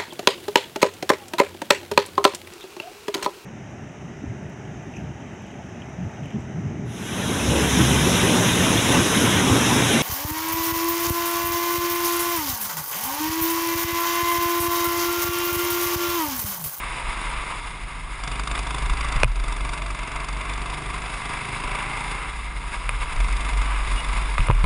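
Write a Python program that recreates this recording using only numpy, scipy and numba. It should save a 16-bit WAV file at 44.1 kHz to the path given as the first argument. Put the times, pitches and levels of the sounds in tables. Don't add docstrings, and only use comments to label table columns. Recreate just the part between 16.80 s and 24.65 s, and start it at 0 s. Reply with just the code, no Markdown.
import sys
import numpy as np
from scipy import signal
from scipy.fft import rfft, irfft
from scipy.io import wavfile
from scipy.ndimage import uniform_filter1d, map_coordinates
from numba import njit

SR = 44100
rng = np.random.default_rng(int(sys.argv[2]) if len(sys.argv) > 2 else 0)


def digitize_waveform(pressure):
    field = np.atleast_2d(pressure).T
    bounded = np.clip(field, -1, 1)
    quanta = np.round(bounded * 32767).astype(np.int16)
    wavfile.write(sys.argv[1], SR, quanta)


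N = 346185
TIME = np.arange(N) / SR


def undb(db):
    return 10 ** (np.asarray(db) / 20)


def unit(x):
    return x / np.sqrt(np.mean(x ** 2))


def curve(table):
    return np.interp(TIME, *np.transpose(table))


def held(start_s, end_s, ramp_s):
    return np.clip(.5 + np.minimum(TIME - start_s, end_s - TIME) / ramp_s, 0, 1)


def swells(table):
    return sum(height * np.exp(-((TIME - s) / width_s) ** 2) for s, height, width_s in table)


def walk(rate_hz):
    hold = int(SR / rate_hz)
    steps = np.repeat(rng.standard_normal(N)[:N // hold + 1], hold)
    return unit(uniform_filter1d(uniform_filter1d(steps, hold), hold)[:N])


def grains(per_s, spread_db):
    hits = (rng.random(N) < per_s / SR) * rng.choice([-1, 1], N)
    return unit(hits * undb(spread_db * np.clip(rng.standard_normal(N), -2, 2)))


def colour(x, spectrum, size=16384):
    hz, db = np.transpose(spectrum)
    grid = np.maximum(np.fft.rfftfreq(size, 1 / SR), 1)
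    cepstrum = irfft(np.log(undb(np.interp(np.log(grid), np.log(hz), db))))
    cepstrum[1:size // 2] *= 2
    cepstrum[size // 2 + 1:] = 0
    return signal.fftconvolve(x, irfft(np.exp(rfft(cepstrum))))[:N]


def resonate(x, hz, *widths_hz):
    for width_hz in widths_hz:
        x = signal.lfilter(*signal.iirpeak(hz, hz / width_hz, fs=SR), x)
    return x


def ringing(age, modes):
    return sum(undb(db) * np.sin(2 * np.pi * hz * age) * 1000 ** (-age / t60) for hz, t60, db in modes)


def struck(cycle, firing_hz, modes, lead_s, rise_s, scatter_db, detune):
    turn = cycle + lead_s * firing_hz
    firing, age = turn.astype(int), turn % 1 / firing_hz
    out = np.zeros(N)
    for hz, t60, db in modes:
        size, bend, phase = rng.standard_normal((N // 1000, 3))[firing].T
        tone = np.sin(2 * np.pi * (hz * (1 + detune * bend) * age + phase))
        out += undb(db + scatter_db * size) * tone * 1000 ** (-age / t60)
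    return out * (1 - np.exp(-(age / rise_s) ** 2))


# down_s, up_s, load_db, opening_rasp_db
PEDAL_PRESSES = [(1.41, 5.37, 1, 5.5), (6.33, 6.88, -0.8, 3.5), (7.05, 7.9, -3.5, 3)]
def throttle(coast_db=-8, coast_rasp_db=-21, fade_db_per_s=3.0):
    load_db, gas_db = coast_db, coast_rasp_db
    for down_s, up_s, db, rasp_db in PEDAL_PRESSES:
        pedal = held(down_s, up_s, ramp_s=0.032)
        load_db += pedal * (db - coast_db)
        gas_db += pedal * (rasp_db - fade_db_per_s * (TIME - down_s) - coast_rasp_db)
    return load_db, gas_db


def tyres(level_db=-49, pitch_hz=98, width_hz=85):
    drum = resonate(rng.standard_normal(N), pitch_hz, width_hz, width_hz)
    return undb(level_db) * unit(drum * undb(2.4 * walk(6)))


# centre_s, gain_db, half_width_s
PAD_TOUCHES = [(1.536, -2, 0.012), (6.865, -6, .02), (7.19, 1.5, 0.025), (7.732, 0, 0.006)]
# pitch_hz, level_db
SQUEAL_TONES = [(2864, -37), (9135, -46)]
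def brake(waver=0.0068):
    touch = swells((s, undb(db), width_s) for s, db, width_s in PAD_TOUCHES)
    squeal = np.zeros(N)
    for hz, db in SQUEAL_TONES:
        phase = 2 * np.pi * np.cumsum(hz * (1 + waver * walk(400))) / SR
        squeal += undb(db) * unit(np.sin(phase))
    return touch * squeal


def chain(cycle, over_cruise_hz, load_db, mesh_order=26, whip_order=29):
    whine = unit(np.sin(2 * np.pi * mesh_order * cycle + 0.73 * walk(30)) * undb(2 * walk(13)))
    jerk = 1.77 * np.sin(2 * np.pi * cycle + .5 * walk(5))
    slack = 1.1 * walk(90) + walk(10)
    rattle = unit(np.sin(2 * np.pi * whip_order * cycle + jerk + slack) * undb(2 * walk(11)))
    whine_db, rattle_db = -56 - 1.7 * over_cruise_hz, -49 + over_cruise_hz
    return undb(load_db) * (undb(whine_db) * whine + undb(rattle_db) * rattle)


def power_stroke(cycle, load_db):
    return undb(load_db) * np.exp(3 * (np.cos(2 * np.pi * (cycle - .04)) - 1))


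def engine_ticks(cycle, patterns=4, size=1700):
    out = np.zeros(N)
    for _ in range(patterns):
        contacts = grains(per_s=2000, spread_db=2)[:size]
        out += walk(6) * map_coordinates(contacts, [cycle % 1 * size], order=3, mode="wrap")
    return unit(out)


# pitch_hz, width_hz, level_db
FRAME_MODES = [(969, 68, 0), (1170, 49, -1), (1640, 46, -9), (2090, 93, -1)]
def frame(surge, drift_s=0.000597):
    out = np.zeros(N)
    for hz, width_hz, db in FRAME_MODES:
        ring = resonate(grains(per_s=700, spread_db=1.5) * surge, hz, width_hz, 3 * width_hz)
        flexed = np.arange(N) + drift_s * SR * walk(6)
        out += undb(db) * unit(map_coordinates(ring, [flexed], order=1, mode="nearest"))
    return unit(out)


# time_s, level_db
GEAR_LEVEL = [(0, -31.5), (.3, -31), (.76, -32.5), (.95, -36.5), (1.3, -38.5), (1.5, -35), (1.9, -33.5),
              (2.35, -32), (2.9, -35.5), (3.5, -35.5), (4.5, -32.5), (5.34, -31.5), (5.43, -33.5),
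              (5.75, -36.5), (5.95, -35), (6.3, -33.5), (6.9, -32), (7.4, -30.5), (7.85, -36)]
# centre_s, extra_clatter_db, extra_panel_db, half_width_s
DRIVE_RATTLES = [(0.301, 2, 5, 0.011), (0.474, 1, 12, .01), (0.717, 3.5, -13, 0.01),
                 (1.196, 2.5, -1, 0.031), (1.34, 4, 9, 0.013), (5.87, 3.5, 3, 0.014), (5.945, 6, 22, 0.02),
                 (6.02, 0, 7, 0.017), (6.154, 1.5, 13, 0.0096), (6.223, 7, 17, 0.016), (6.33, 4, 1, 0.0076)]
# pitch_hz, level_db
CLATTER_SPECTRUM = [(60, -25), (150, -6.5), (260, -8.5), (520, -10), (820, -7), (965, 0.5), (1075, 0.5),
                    (1190, 0.5), (1480, -5.5), (1650, -4), (1850, -8), (2080, -1.5), (2450, -5),
                    (2720, -5.5), (3150, -15), (4200, -29), (6000, -44)]
HISS_SPECTRUM = [(2500, -6.5), (3150, 2.5), (3450, 11), (3850, 7.5), (4300, -1.5), (4900, 5.5), (5700, -2),
                 (6400, -1.5), (7050, 2), (7650, -4.5), (8400, 3.5), (8850, 0.5), (9400, 4.5), (9900, 7.5),
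                 (10300, -3), (11000, -33)]
def running_gear(cycle, load_db, throb=0.48):
    rattle_db = swells((s, db, width_s) for s, db, _, width_s in DRIVE_RATTLES)
    surge = (1 + throb * power_stroke(cycle, load_db)) * undb(1.17 * walk(70))
    patter = unit(colour(grains(per_s=1800, spread_db=1.0) * surge, CLATTER_SPECTRUM))
    ticks = signal.lfilter(*signal.butter(2, 380, "high", fs=SR), engine_ticks(cycle) * surge)
    valves = unit(colour(ticks, CLATTER_SPECTRUM))
    hiss = unit(colour(grains(per_s=8000, spread_db=1.5) * surge, HISS_SPECTRUM))
    parts = undb(-2.5) * patter + undb(-5) * valves + undb(-9.5) * hiss + undb(-7) * frame(surge)
    return undb(curve(GEAR_LEVEL) + rattle_db) * parts


def panel(cycle, over_cruise_hz, load_db, pitch_hz=2140, width_hz=230, throb=0.29, relative_db=-14):
    ticks = engine_ticks(cycle) * (1 + throb * power_stroke(cycle, load_db))
    buzz = unit(resonate(ticks, pitch_hz, width_hz, 2 * width_hz))
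    rattle_db = swells((s, db, width_s) for s, _, db, width_s in DRIVE_RATTLES)
    drive_db = 1.8 * over_cruise_hz - 0.14 * load_db + rattle_db
    return undb(curve(GEAR_LEVEL) + relative_db + drive_db) * buzz


# entry_s, exit_s, extra_db
TIGHT_CORNERS = [(1.798, 2.887, 7.5), (6.0, 8.1, 8)]
# centre_s, extra_db, half_width_s
ROUGH_PATCHES = [(.28, 8, 0.1), (.55, 5.5, 0.11), (2.12, 11, 0.034), (2.47, 8.5, 0.094), (4.88, 10, 0.053),
                 (6.42, 7, 0.12), (7.7, 6.5, 0.11)]
# pitch_hz, level_db
JOLT_SPECTRUM = [(10, -21.5), (20, -1.5), (30, -4.5), (40, 5), (50, -8.5), (62, -17.5), (85, -31),
                 (130, -42), (200, -39.5), (400, -58)]
def road_shake(straight_db=-35.5):
    corner_db = sum(db * held(entry_s, exit_s, ramp_s=0.55) for entry_s, exit_s, db in TIGHT_CORNERS)
    jolts = unit(colour(rng.standard_normal(N), JOLT_SPECTRUM))
    shake = unit(colour(np.tanh(0.6 * jolts), [(10, -2.5), (60, 2), (140, 1), (400, -12), (1200, -29)]))
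    return undb(straight_db + corner_db + swells(ROUGH_PATCHES)) * shake


# time_s, level_db
CRANK_LEVEL = [(0, -41.5), (1.1, -41), (1.6, -30.5), (2.55, -29.5), (3, -32.5), (4.1, -36), (5, -50.5),
               (5.6, -32), (6.1, -35), (6.5, -25.5), (7.4, -22), (7.85, -29.5)]
def crank_shake(cycle):
    hum = np.sin(2 * np.pi * (2 * cycle - .03))
    return undb(curve(CRANK_LEVEL)) * unit(hum * undb(1.13 * walk(3.86)))


# start_s, level_db, push_s
TRACK_BUMPS = [(1.474, -25, 0.0041), (2.357, -13.5, 0.014), (2.439, 0.5, 0.0097), (7.594, -10, 0.0079),
               (7.6952, -5, 0.00507), (7.705, -14, 0.0049), (7.84, -6, 0.0094)]
# pitch_hz, t60_s, level_db
MOUNT_MODES = [(39.43, 1, -7.5), (87, 0.15, -14), (122.4, 0.12, -5.5)]
def mount_swing(rise_s=0.0035):
    out = np.zeros(N)
    for start_s, db, push_s in TRACK_BUMPS:
        age = np.maximum(TIME - start_s, 0)
        push = 0.72 * np.sin(2 * np.pi * np.minimum(age / push_s / 2, 1))
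        out -= undb(db) * (push + ringing(age, MOUNT_MODES)) * (1 - np.exp(-age / rise_s))
    return out


# pitch_hz, t60_s, level_db
CHASSIS_MODES = [(507, 0.0084, 0), (956, 0.017, 0), (1900, 0.005, -15), (2650, 0.012, -19)]
def chassis_thud(start_s=7.7008, gain_db=-2.5, rise_s=0.00032):
    age = np.maximum(TIME - start_s, 0)
    return undb(gain_db) * ringing(age, CHASSIS_MODES) * (1 - np.exp(-(age / rise_s) ** 2))


# start_s, peak_db, high_cut_hz, contact_s, low_cut_hz
CASE_KNOCKS = [(1.777, -20, 7000, 0.0036, 1800), (2.4331, 5.5, 5060, 0.00055, 770),
               (2.4342, 1, 4500, 0.00034, 610), (2.444, 1, 5100, 0.00081, 1600),
               (6.0924, -5.5, 5400, 0.00029, 1270), (7.5814, -5, 4500, 0.00071, 1050),
               (7.605, -14.5, 6000, 0.00054, 1100), (7.6703, -23, 9000, .0007, 720),
               (7.6854, -11, 3000, 0.00052, 700), (7.7114, -6, 3500, 0.00022, 720),
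               (7.842, -12.5, 6000, 0.0032, 724)]
# pitch_hz, t60_s, level_db
CASE_MODES = [(570, 0.011, 7.5), (1030, 0.025, -3.5), (1206, 0.017, 0), (1540, 0.0039, 2), (2170, 0.01, 1),
              (2460, 0.022, -4.5), (2760, 0.008, -9), (3480, 0.0059, -10.5), (4540, 0.0059, -17),
              (8100, 0.005, -6), (9680, 0.011, 3.5)]
def case_knocks(crunch=0.25, crack=0.3):
    out = np.zeros(N)
    age = TIME[:SR // 10]
    for start_s, peak_db, high_cut_hz, contact_s, low_cut_hz in CASE_KNOCKS:
        force = crunch * rng.standard_normal(len(age)) * np.exp(-age / contact_s)
        force[0] += 1
        ring = signal.fftconvolve(force, ringing(age, CASE_MODES))[:len(age)]
        blow = ring + crack * np.diff(force, prepend=0)
        blow = signal.lfilter(*signal.butter(2, high_cut_hz, fs=SR), blow)
        blow = signal.lfilter(*signal.butter(2, low_cut_hz, "high", fs=SR), blow)
        start = int(start_s * SR)
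        out[start:start + len(age)] += (undb(peak_db) * blow / np.abs(blow).max())[:N - start]
    return out


# pitch_hz, t60_s, level_db
METAL_MODES = [(1110, 0.05, -41), (2085, 0.08, -35.5), (2293, 0.05, -34.5), (2570, 0.048, -32.5)]
# time_s, gain_db
CLANK_GAIN = [(0, -4), (2.3, -20), (2.7, 0.5), (3.7, -1.5), (5, -1), (5.8, -3), (6.4, 5), (7.85, -5)]
def engine_clank(cycle, firing_hz, load_db):
    ring = struck(cycle, firing_hz, METAL_MODES, lead_s=0.0042, rise_s=0.0034, scatter_db=2.5, detune=0.015)
    return undb(load_db + curve(CLANK_GAIN)) * ring


# pitch_hz, level_db
SILENCER_SPECTRUM = [(60, -13), (100, -2), (120, -2), (135, 4.5), (160, -0.5), (188, -8), (225, -9),
                     (280, -5.5), (340, -11.5), (410, -6.5), (500, -21.5), (600, -15)]
def silencer(cycle, firing_hz, over_cruise_hz, load_db, gas_db, level_db=-41, odd_db=-1.5, rough_db=2.2):
    orders = np.zeros(N)
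    for order in range(3, 21):
        tone_db = np.interp(order * firing_hz, *np.transpose(SILENCER_SPECTRUM))
        gain = undb(tone_db + odd_db * (order % 2) + rough_db * walk(16))
        orders += gain * np.sin(2 * np.pi * (order * cycle + rng.random()) + 0.12 * walk(25))
    effort_db = 0.48 * load_db + 0.14 * gas_db + 0.6 * over_cruise_hz
    return undb(level_db + effort_db) * unit(orders * undb(1.26 * walk(25)))


# time_s, extra_db
STRAY_FIRINGS = [(1.438, 2), (1.479, 2), (1.519, -3.5), (1.557, -4), (1.598, -1), (1.637, -3), (1.676, 1.5),
                 (1.715, 2), (1.753, 1), (1.792, 1), (1.83, -5), (1.908, 3), (1.948, 3.5), (1.984, 2.5),
                 (2.022, -4), (2.211, 4), (2.893, 3.5), (2.935, 4), (3.487, 3.5), (4.947, 6), (6.404, 4)]
# pitch_hz, width_hz, level_db
PIPE_BANDS = [(740, 230, -10), (1155, 390, -0.5), (2260, 410, -5), (3493, 140, -5.5), (4720, 250, -10),
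              (5580, 120, -10), (6340, 230, -13), (7160, 170, -11.5), (8410, 110, -11.5), (9490, 190, -14)]
# pitch_hz, t60_s, level_db
CHUG_MODES = [(1085, 0.02, -30), (3585, 0.032, -40.5), (8420, 0.027, -48)]
def exhaust(cycle, firing_hz, load_db, gas_db, lead_s=0.0048, rise_s=0.002, fall_s=0.0034):
    turn = cycle + lead_s * firing_hz
    firing, age = turn.astype(int), turn % 1 / firing_hz
    uneven_db = (0.84 + 0.07 * np.clip(-load_db, 0, 12)) * rng.standard_normal(N)[firing]
    stray_db = sum(db * (firing == round(np.interp(s, TIME, turn))) for s, db in STRAY_FIRINGS)
    strength = undb(load_db + gas_db + stray_db + uneven_db)
    puff = (1 - np.exp(-(age / rise_s) ** 2)) * np.exp(-age / fall_s)
    gas = unit(puff) * grains(per_s=8000, spread_db=2.0) * strength
    rasp = sum(undb(db) * resonate(gas, hz, width_hz, 3 * width_hz) for hz, width_hz, db in PIPE_BANDS)
    chug = struck(cycle, firing_hz, CHUG_MODES, lead_s=0.00052, rise_s=0.0013, scatter_db=2, detune=0.027)
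    jet = resonate(gas, 4600, 7000)
    return strength * chug + undb(-27) * rasp + undb(-57) * jet


# time_s, firing_hz
ENGINE_SPEED = [(0, 24.1), (0.7, 24.2), (1.4, 24.77), (1.6, 25.34), (1.9, 26.05), (2.15, 26.77),
                (2.4, 25.9), (2.7, 23.81), (3, 23.46), (3.3, 23.54), (3.6, 23.97), (4, 24.87), (4.5, 25.7),
                (5, 27.09), (5.3, 28.34), (5.8, 25.21), (6.3, 24.55), (6.6, 24.42), (6.8, 23.79),
                (7, 23.02), (7.3, 23.5), (7.6, 23.91), (7.85, 24.3)]
def scene(cruise_hz=24.93):
    firing_hz = curve(ENGINE_SPEED)
    over_cruise_hz = firing_hz - cruise_hz
    cycle = np.cumsum(firing_hz) / SR
    load_db, gas_db = throttle()
    engine = silencer(cycle, firing_hz, over_cruise_hz, load_db, gas_db)
    engine += exhaust(cycle, firing_hz, load_db, gas_db) + engine_clank(cycle, firing_hz, load_db)
    chassis = chain(cycle, over_cruise_hz, load_db) + running_gear(cycle, load_db) + tyres()
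    chassis += panel(cycle, over_cruise_hz, load_db) + brake() + chassis_thud()
    camera = road_shake() + crank_shake(cycle) + mount_swing() + case_knocks()
    return (engine + chassis + camera)[None]


@njit
def follow_peaks(x, release):
    out, peak = np.empty(len(x)), 0.
    for i in range(len(x)):
        peak = max(abs(x[i]), peak * (1 - release))
        out[i] = peak
    return out


def record(dry, notch_hz=6020, notch_width_hz=650, threshold=0.6, release_s=0.19, top_hz=10600):
    cased = dry[0] - resonate(dry[0], notch_hz, notch_width_hz)
    peaks = follow_peaks(cased, 1 / (release_s * SR))
    duck = 1 - np.minimum(1, threshold / (peaks + 1e-9))
    attack = np.hanning(SR // 200)
    gain = 1 - np.convolve(duck, attack / attack.sum())[:N]
    rounded = .75 * np.tanh(cased * gain / .75)
    return signal.sosfilt(signal.ellip(8, .2, 70, top_hz, fs=SR, output="sos"), rounded)[None]


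dry = scene()
out = record(dry)
digitize_waveform(out)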